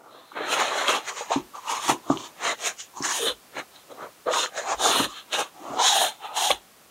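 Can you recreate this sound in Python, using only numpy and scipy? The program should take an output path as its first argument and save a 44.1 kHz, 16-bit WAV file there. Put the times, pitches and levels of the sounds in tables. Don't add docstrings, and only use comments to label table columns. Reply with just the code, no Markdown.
import sys
import numpy as np
from scipy import signal
from scipy.fft import rfft, irfft, next_fast_len
from scipy.io import wavfile
from scipy.ndimage import uniform_filter1d, map_coordinates

SR = 44100
rng = np.random.default_rng(int(sys.argv[2]) if len(sys.argv) > 2 else 0)


def transcribe(u):
    v = np.clip(np.atleast_2d(u).T, -1, 1)
    q = np.round(v * 32767).astype(np.int16)
    wavfile.write(sys.argv[1], SR, q)


N = 304642

# t/s, level/dB before trim, hardness/dB (gain of the upper modes)
KNOCKS = [(1.359, -11, 5), (1.893, -13.5, -5), (2.099, -5, 5.5), (3.001, -20, 0), (4.995, -12.5, -5),
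          (5.699, -27, 1), (6.502, -26.5, 3)]


def towel():
    # f/Hz, level/dB
    hum_colour = [(250, -74), (400, -5), (600, -3.5), (1300, -1), (1700, -24), (2500, -24)]
    # f/Hz, level/dB
    weave_colour = [(1000, -14), (1600, 0.5), (2300, -8.5), (3600, -3), (4200, -3), (4700, -36),
                    (5400, -70)]
    # f/Hz, level/dB
    fibre_colour = [(4300, -3.5), (5000, -5), (5800, 0.5), (6800, 6), (7600, -4), (9000, -11), (10500, -37)]
    # f/Hz, level/dB
    sheen_colour = [(8000, -3), (9500, -4), (11500, -10), (14500, -17), (16000, -20)]
    board_db, weave_db, fibre_db, sheen_db, _, board_hz, focus_db, weave_hz = pushes()
    press = amp(1.36 * wobble(35))
    # centre/Hz, height/dB, width/octaves
    board_peak = (board_hz, focus_db, 0.3)
    weave_peak = (weave_hz, np.full(N, 8.5), 0.38)
    hum = rub(board_db, hum_colour, grain_db=1.5, lump_db=2, patchy_db=2.8, peak=board_peak)
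    weave = rub(weave_db, weave_colour, grain_db=1.5, lump_db=0.8, patchy_db=2.8, peak=weave_peak)
    fibres = rub(fibre_db, fibre_colour, grain_db=1, lump_db=0.5, patchy_db=2.2)
    sheen = rub(sheen_db, sheen_colour, grain_db=1, lump_db=0.5, patchy_db=2.4)
    return press * (hum + weave + fibres + sheen)


def pushes():
    # start of hold t/s, rise/s, hold/s, fall/s, board level/dB, scratch level/dB, fibre level/dB,
    # sheen level/dB, bench level/dB, board f/Hz, board focus/dB, scratch f/Hz
    push_rows = [(0.0, .1, 0.23, 0.12, -52, -74, -79, -91, -59.5, 510, 5, 1970),
                 (0.12, .1, 0.28, .1, -57, -57, -80, -85, -77, 970, 0, 4160),
                 (0.371, 0.077, .1, 0.26, -32, -34.5, -60, -70, -43.5, 850, 1, 1970),
                 (0.528, 0.15, 0.0073, 0.18, -27, -26, -31.5, -37.5, -38.5, 1130, -2, 2700),
                 (0.604, 0.12, .01, 0.32, -26, -25, -33, -42.5, -42.5, 1030, -3.5, 2400),
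                 (0.769, 0.24, .03, 0.38, -26, -27.5, -36, -45.5, -46, 910, -1, 1920),
                 (0.894, 0.1, 0.008, 0.19, -23, -22.5, -29, -36.5, -41.5, 840, 0, 2660),
                 (.955, 0.14, .01, 0.084, -28, -32, -37.5, -43, -41.5, 790, 0, 3100),
                 (1.089, 0.11, .005, 0.061, -38, -32.5, -34.5, -50, -59, 1000, 1, 2000),
                 (1.193, 0.32, 0.011, 0.2, -37.5, -40.5, -38.5, -59, -74, 940, 2, 2400),
                 (1.325, 0.1, 0.011, 0.14, -28, -34, -37.5, -64, -50, 920, 10.5, 2580),
                 (1.554, 0.044, .005, 0.19, -36, -49.5, -49, -72, -62, 1050, 17, 2640),
                 (1.712, 0.13, 0.011, 0.22, -26, -31.5, -31.5, -41, -50, 1070, 12.5, 2460),
                 (1.836, 0.16, 0.046, 0.16, -34.5, -36, -36, -43.5, -54, 975, 10, 2960),
                 (1.896, 0.078, 0.007, 0.11, -22, -29, -28.5, -34, -32.5, 966, 10, 2700),
                 (2.108, 0.11, .01, 0.29, -32, -47, -43, -80, -41.5, 960, 9.5, 2950),
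                 (2.204, 0.33, 0.066, 0.083, -56, -46, -47, -75, -75, 885, 10.5, 3250),
                 (2.45, 0.12, 0.069, 0.062, -29, -29, -35, -49, -46, 850, 4, 2070),
                 (2.66, 0.13, 0.018, 0.091, -31.5, -28, -27, -37.5, -52.5, 650, 6.5, 2450),
                 (2.802, 0.063, .005, 0.095, -53, -37.5, -32, -68, -90, 800, 11, 2800),
                 (2.976, 0.083, .03, 0.2, -36.5, -54, -44.5, -75, -52, 955, 21, 2960),
                 (3.041, 0.051, 0.081, 0.073, -31, -30.5, -28.5, -44, -47.5, 980, 17, 1550),
                 (3.14, 0.13, 0.044, 0.17, -35.5, -32, -31, -36.5, -54, 980, 12, 2970),
                 (3.221, 0.14, 0.039, 0.13, -31, -32.5, -39, -34, -46, 420, 20.5, 3380),
                 (3.279, 0.073, 0.006, 0.07, -27.5, -20, -37, -36, -38, 516, 8, 3650),
                 (3.586, 0.094, 0.012, 0.059, -35, -33, -43, -53, -40.5, 1050, -5, 2070),
                 (3.758, 0.092, .005, 0.17, -54.5, -51.5, -62, -75, -73, 850, 2.5, 3580),
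                 (3.914, .06, .005, 0.14, -41, -56, -62, -70, -49, 573, 10.5, 3220),
                 (4.023, 0.13, 0.011, 0.13, -35.5, -48, -59, -70, -48.5, 910, -6, 1790),
                 (4.275, 0.03, 0.048, 0.068, -24.5, -39, -62, -75, -45, 565, 15.5, 1660),
                 (4.338, 0.081, 0.1, .09, -28, -27.5, -30, -42.5, -46, 1080, 0, 3220),
                 (4.58, 0.1, 0.0043, 0.18, -29.5, -31, -35, -56, -52, 664, 11, 1960),
                 (4.719, 0.17, 0.0074, 0.076, -24.5, -33.5, -32.5, -61, -45, 804, 7, 2230),
                 (4.837, 0.11, 0.065, 0.079, -24, -27, -26, -35, -38, 754, 7.5, 3600),
                 (4.928, 0.2, .11, 0.09, -28, -25, -34, -33.5, -39, 950, 1.5, 3460),
                 (5.093, 0.11, 0.017, 0.13, -39, -46, -47.5, -59, -67, 1160, 18, 3100),
                 (5.169, .15, .01, 0.13, -45.5, -38.5, -51, -58, -72, 1250, 8, 3300),
                 (5.331, .04, 0.022, 0.11, -35.5, -27.5, -37, -43, -47, 1010, -2, 2760),
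                 (5.4, 0.13, 0.0097, .1, -26, -26.5, -30.5, -36, -44, 940, 3.5, 2750),
                 (5.612, 0.15, 0.085, 0.31, -42.5, -54, -57, -70, -48.5, 760, 14, 2450),
                 (5.724, 0.22, 0.056, 0.092, -31.5, -53, -49, -68, -44, 680, 10, 2300),
                 (5.802, 0.072, .005, 0.19, -18, -31.5, -36, -62, -53, 855, 14, 3500),
                 (5.849, 0.12, 0.047, 0.29, -30.5, -20.5, -22, -36.5, -64, 915, 7, 3400),
                 (5.926, 0.22, 0.14, 0.11, -27, -27.5, -34, -32, -49, 787, 16.5, 3200),
                 (6.226, 0.065, 0.033, .2, -36.5, -44.5, -61, -64, -65, 820, 13, 2880),
                 (6.311, .12, 0.015, .1, -35, -49, -64, -68, -66, 820, 8, 3000),
                 (6.372, 0.062, 0.12, 0.13, -26.5, -28, -31.5, -35.5, -54, 828, 20.5, 3100),
                 (6.504, 0.055, .005, 0.097, -28, -22.5, -33, -32.5, -50, 800, 1, 3000)]
    steepness = [1.234, 1.363, 1.52, 1.54, 1.17]
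    arch_levels = [0.65, 0.56, 1.52, 2.1, .5]
    swell_db = 30
    bend = 1.136
    s, rise, hold, fall, *cols = np.transpose(push_rows)[:, :, None]
    t = np.arange(0, N, 64) / SR
    before = np.maximum(s - t, 0) / rise
    after = np.maximum(t - s - hold, 0) / fall
    away = (before + after) ** bend
    edge = np.minimum(np.abs(2 * (t - s) / hold - 1), 1) ** 2
    power = []
    for db, steep, arch_db in zip(cols, steepness, arch_levels):
        level_db = db - steep * swell_db * away - arch_db * edge
        power.append(amp(2 * level_db) + 1e-14)
    grip = []
    for p, col in zip([power[0], power[0], power[1]], cols[5:]):
        grip.append(np.sum(p ** 2 * col, axis=0) / np.sum(p ** 2, axis=0))
    levels_db = 10 * np.log10(np.sum(power, axis=1))
    return curves(np.transpose([t, *levels_db, *grip]))


def rub(level_db, spectrum, grain_db, lump_db, patchy_db, peak=None):
    slips = rng.standard_normal(N) * amp(grain_db * wobble(900) + lump_db * wobble(60))
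    hz, t, z = signal.stft(slips, SR, nperseg=1024, noverlap=768)
    field = uniform_filter1d(rng.standard_normal(z.shape), size=4, axis=0)
    field = uniform_filter1d(field, size=18, axis=1)
    db = along(spectrum, hz)[:, None] + patchy_db * field / field.std()
    if peak:
        centre_hz, peak_db, octaves = peak
        now = np.minimum((t * SR).astype(int), N - 1)
        distance = np.log2((hz[:, None] + 1) / centre_hz[now]) / octaves
        db = db + peak_db[now] * np.exp(-distance ** 2)
    gain = amp(db) / np.sqrt(np.mean(amp(db) ** 2, axis=0))
    x = signal.istft(z * gain, SR, nperseg=1024, noverlap=768)[1][:N]
    return amp(level_db) * x / x.std()


def snags():
    # t/s, level/dB before trim, f/Hz, t60/s
    snag_rows = [(0.316, -21, 1030, 0.021), (0.404, -17.5, 450, 0.057), (0.612, -1, 1317, 0.022),
                 (1.207, -16, 714, 0.052), (1.304, -9.5, 653, 0.035), (1.315, -1, 883, 0.022),
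                 (3.566, -7.5, 713, 0.017), (4.265, -14.5, 504, 0.041), (4.282, -15, 504, 0.055),
                 (4.334, -11, 1206, 0.034), (5.332, -20, 644, 0.039), (6.496, -24, 890, 0.023),
                 (6.502, -4, 781, 0.044)]
    out, t = np.zeros(N + SR), np.arange(SR // 4) / SR
    for s, db, hz, t60 in snag_rows:
        spread = np.exp(0.215 * rng.standard_normal(4))
        burst = sum(ring(hz * k, t60, t, attack=0.0027) for k in spread)
        add_at(out, s, amp(db - 5.0) * burst)
    return out[:N]


def ticks():
    # t/s, level/dB before trim, f/Hz
    tick_rows = [(0.8822, -7.5, 3600), (1.881, -17.5, 5930), (2.173, -21.5, 3350), (2.662, -20, 3800),
                 (3.025, -17, 6000), (3.2744, -27, 3470), (3.5702, -23, 2270), (3.762, -36, 3900),
                 (4.3364, -17, 2150), (4.4607, -21, 1870), (5.0438, -13, 3600), (5.325, -23, 3470),
                 (6.0477, -13, 3010), (6.507, -13, 2320), (6.5146, -6, 3150)]
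    out, t = np.zeros(N + SR), np.arange(SR // 4) / SR
    for s, db, hz in tick_rows:
        spread = np.exp(0.06 * rng.standard_normal(5))
        burst = sum(ring(hz * k, 0.014, t, attack=0.0001) for k in spread)
        add_at(out, s, amp(db - 11.0) * burst)
    return out[:N]


def knocks():
    # f/Hz, level/dB before scatter and hardness, t60/s
    board_modes = [(143, -13, .12), (277, 0, .085), (325, -12, .06), (460, -15, .05), (640, -4, .02),
                   (860, -2, .018), (1060, 0, .015), (1400, -8, .012)]
    out, t = np.zeros(N + SR), np.arange(SR // 4) / SR
    for s, db, hard_db in KNOCKS:
        knock = np.zeros(len(t))
        for hz, level_db, t60 in board_modes:
            mode_db = level_db + rng.normal(0, 2) + hard_db * (hz > 550)
            knock += amp(mode_db) * ring(hz, t60, t, attack=0.0015)
        add_at(out, s, amp(db - 4.0) * knock)
    return out[:N]


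def bench():
    # t/s, level/dB before trim
    thump_rows = [(1.39, -46), (1.89, -51), (2.10, -44), (3.29, -44), (4.74, -37), (5.03, -41), (5.7, -51),
                  (6.5, -39)]
    # f/Hz, level/dB
    top_colour = [(60, -50), (130, -10), (180, -12.5), (280, -1.5), (360, 5), (520, -32)]
    thumps, t = np.zeros(N + SR), np.arange(SR // 3) / SR
    for s, db in thump_rows:
        low = ring(51, 0.22, t, attack=0.016)
        upper = ring(rng.normal(81, 6), 0.25, t, attack=0.014)
        add_at(thumps, s, amp(db + 0.5) * (low + 0.44 * upper))
    shake = np.pad(amp(pushes()[4]), (0, SR))
    for s, db, _ in KNOCKS:
        decay = amp(db - 18 - 250 * t)
        add_at(shake, s, decay * (1 - np.exp(-t / 0.0017)))
    drone = rub(0, top_colour, grain_db=0.8, lump_db=0.5, patchy_db=2.5)
    return shake[:N] * drone + thumps[:N]


def ring(hz, t60, t, attack):
    return amp(-60 * t / t60) * (1 - np.exp(-t / attack)) ** 2 * np.sin(2 * np.pi * hz * t)


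def echo(x, t60, delay):
    t = np.arange(SR // 3) / SR
    tail = rng.standard_normal(len(t)) * amp(-60 * t / t60) * (t > delay)
    return signal.fftconvolve(x, tail / np.linalg.norm(tail))[:N]


def phase_scrambled(x):
    z = signal.stft(x, nperseg=512)[2]
    return signal.istft(z * np.exp(2j * np.pi * rng.random(z.shape)), nperseg=512)[1][:N]


def microphone_hiss():
    # f/Hz, level/dB
    hiss_colour = [(15, -47), (25, -23), (200, -8.5), (791, -8), (929, -10), (1040, -8), (1820, -13),
                   (14600, -19), (15800, -21)]
    # t/s, level/dB
    hiss_levels = [(0, -62), (.6, -54.5), (1.5, -53), (6.9, -54.5)]
    hiss = filtered(rng.standard_normal(N), lambda hz: amp(along(hiss_colour, hz)))
    return amp(curves(hiss_levels)[0]) * hiss / hiss.std()


def amp(db):
    return 10 ** (np.asarray(db) / 20)


def along(points, hz):
    f, v = np.transpose(points)
    return np.interp(np.log(hz + 1), np.log(f + 1), v, left=-120, right=-120)


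def curves(rows):
    s, *cols = np.transpose(rows)
    return [np.interp(np.arange(N) / SR, s, c) for c in cols]


def wobble(rate):
    knots = rng.standard_normal(int(N * rate / SR) + 4)
    return map_coordinates(knots, [np.arange(N) * rate / SR])


def filtered(x, response):
    m = next_fast_len(N + SR // 2)
    return irfft(rfft(x, m) * response(np.fft.rfftfreq(m, 1 / SR)), m)[..., :N]


def add_at(track, s, burst):
    track[round(s * SR):][:len(burst)] += burst


def scene():
    # f/Hz, level/dB
    side_gain = [(1, -24), (400, -26), (6000, -16), (SR, -13)]
    near = towel() + snags() + ticks() + knocks() + bench()
    room = amp(-16) * echo(near, t60=0.053, delay=0.0053)
    mid = near + room + microphone_hiss()
    side = filtered(phase_scrambled(mid), lambda hz: amp(along(side_gain, hz)))
    return np.array([mid + side, mid - side])


def record(dry):
    top_hz = 15780
    return filtered(dry, lambda hz: hz < top_hz)


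dry = scene()
out = record(dry)
transcribe(out)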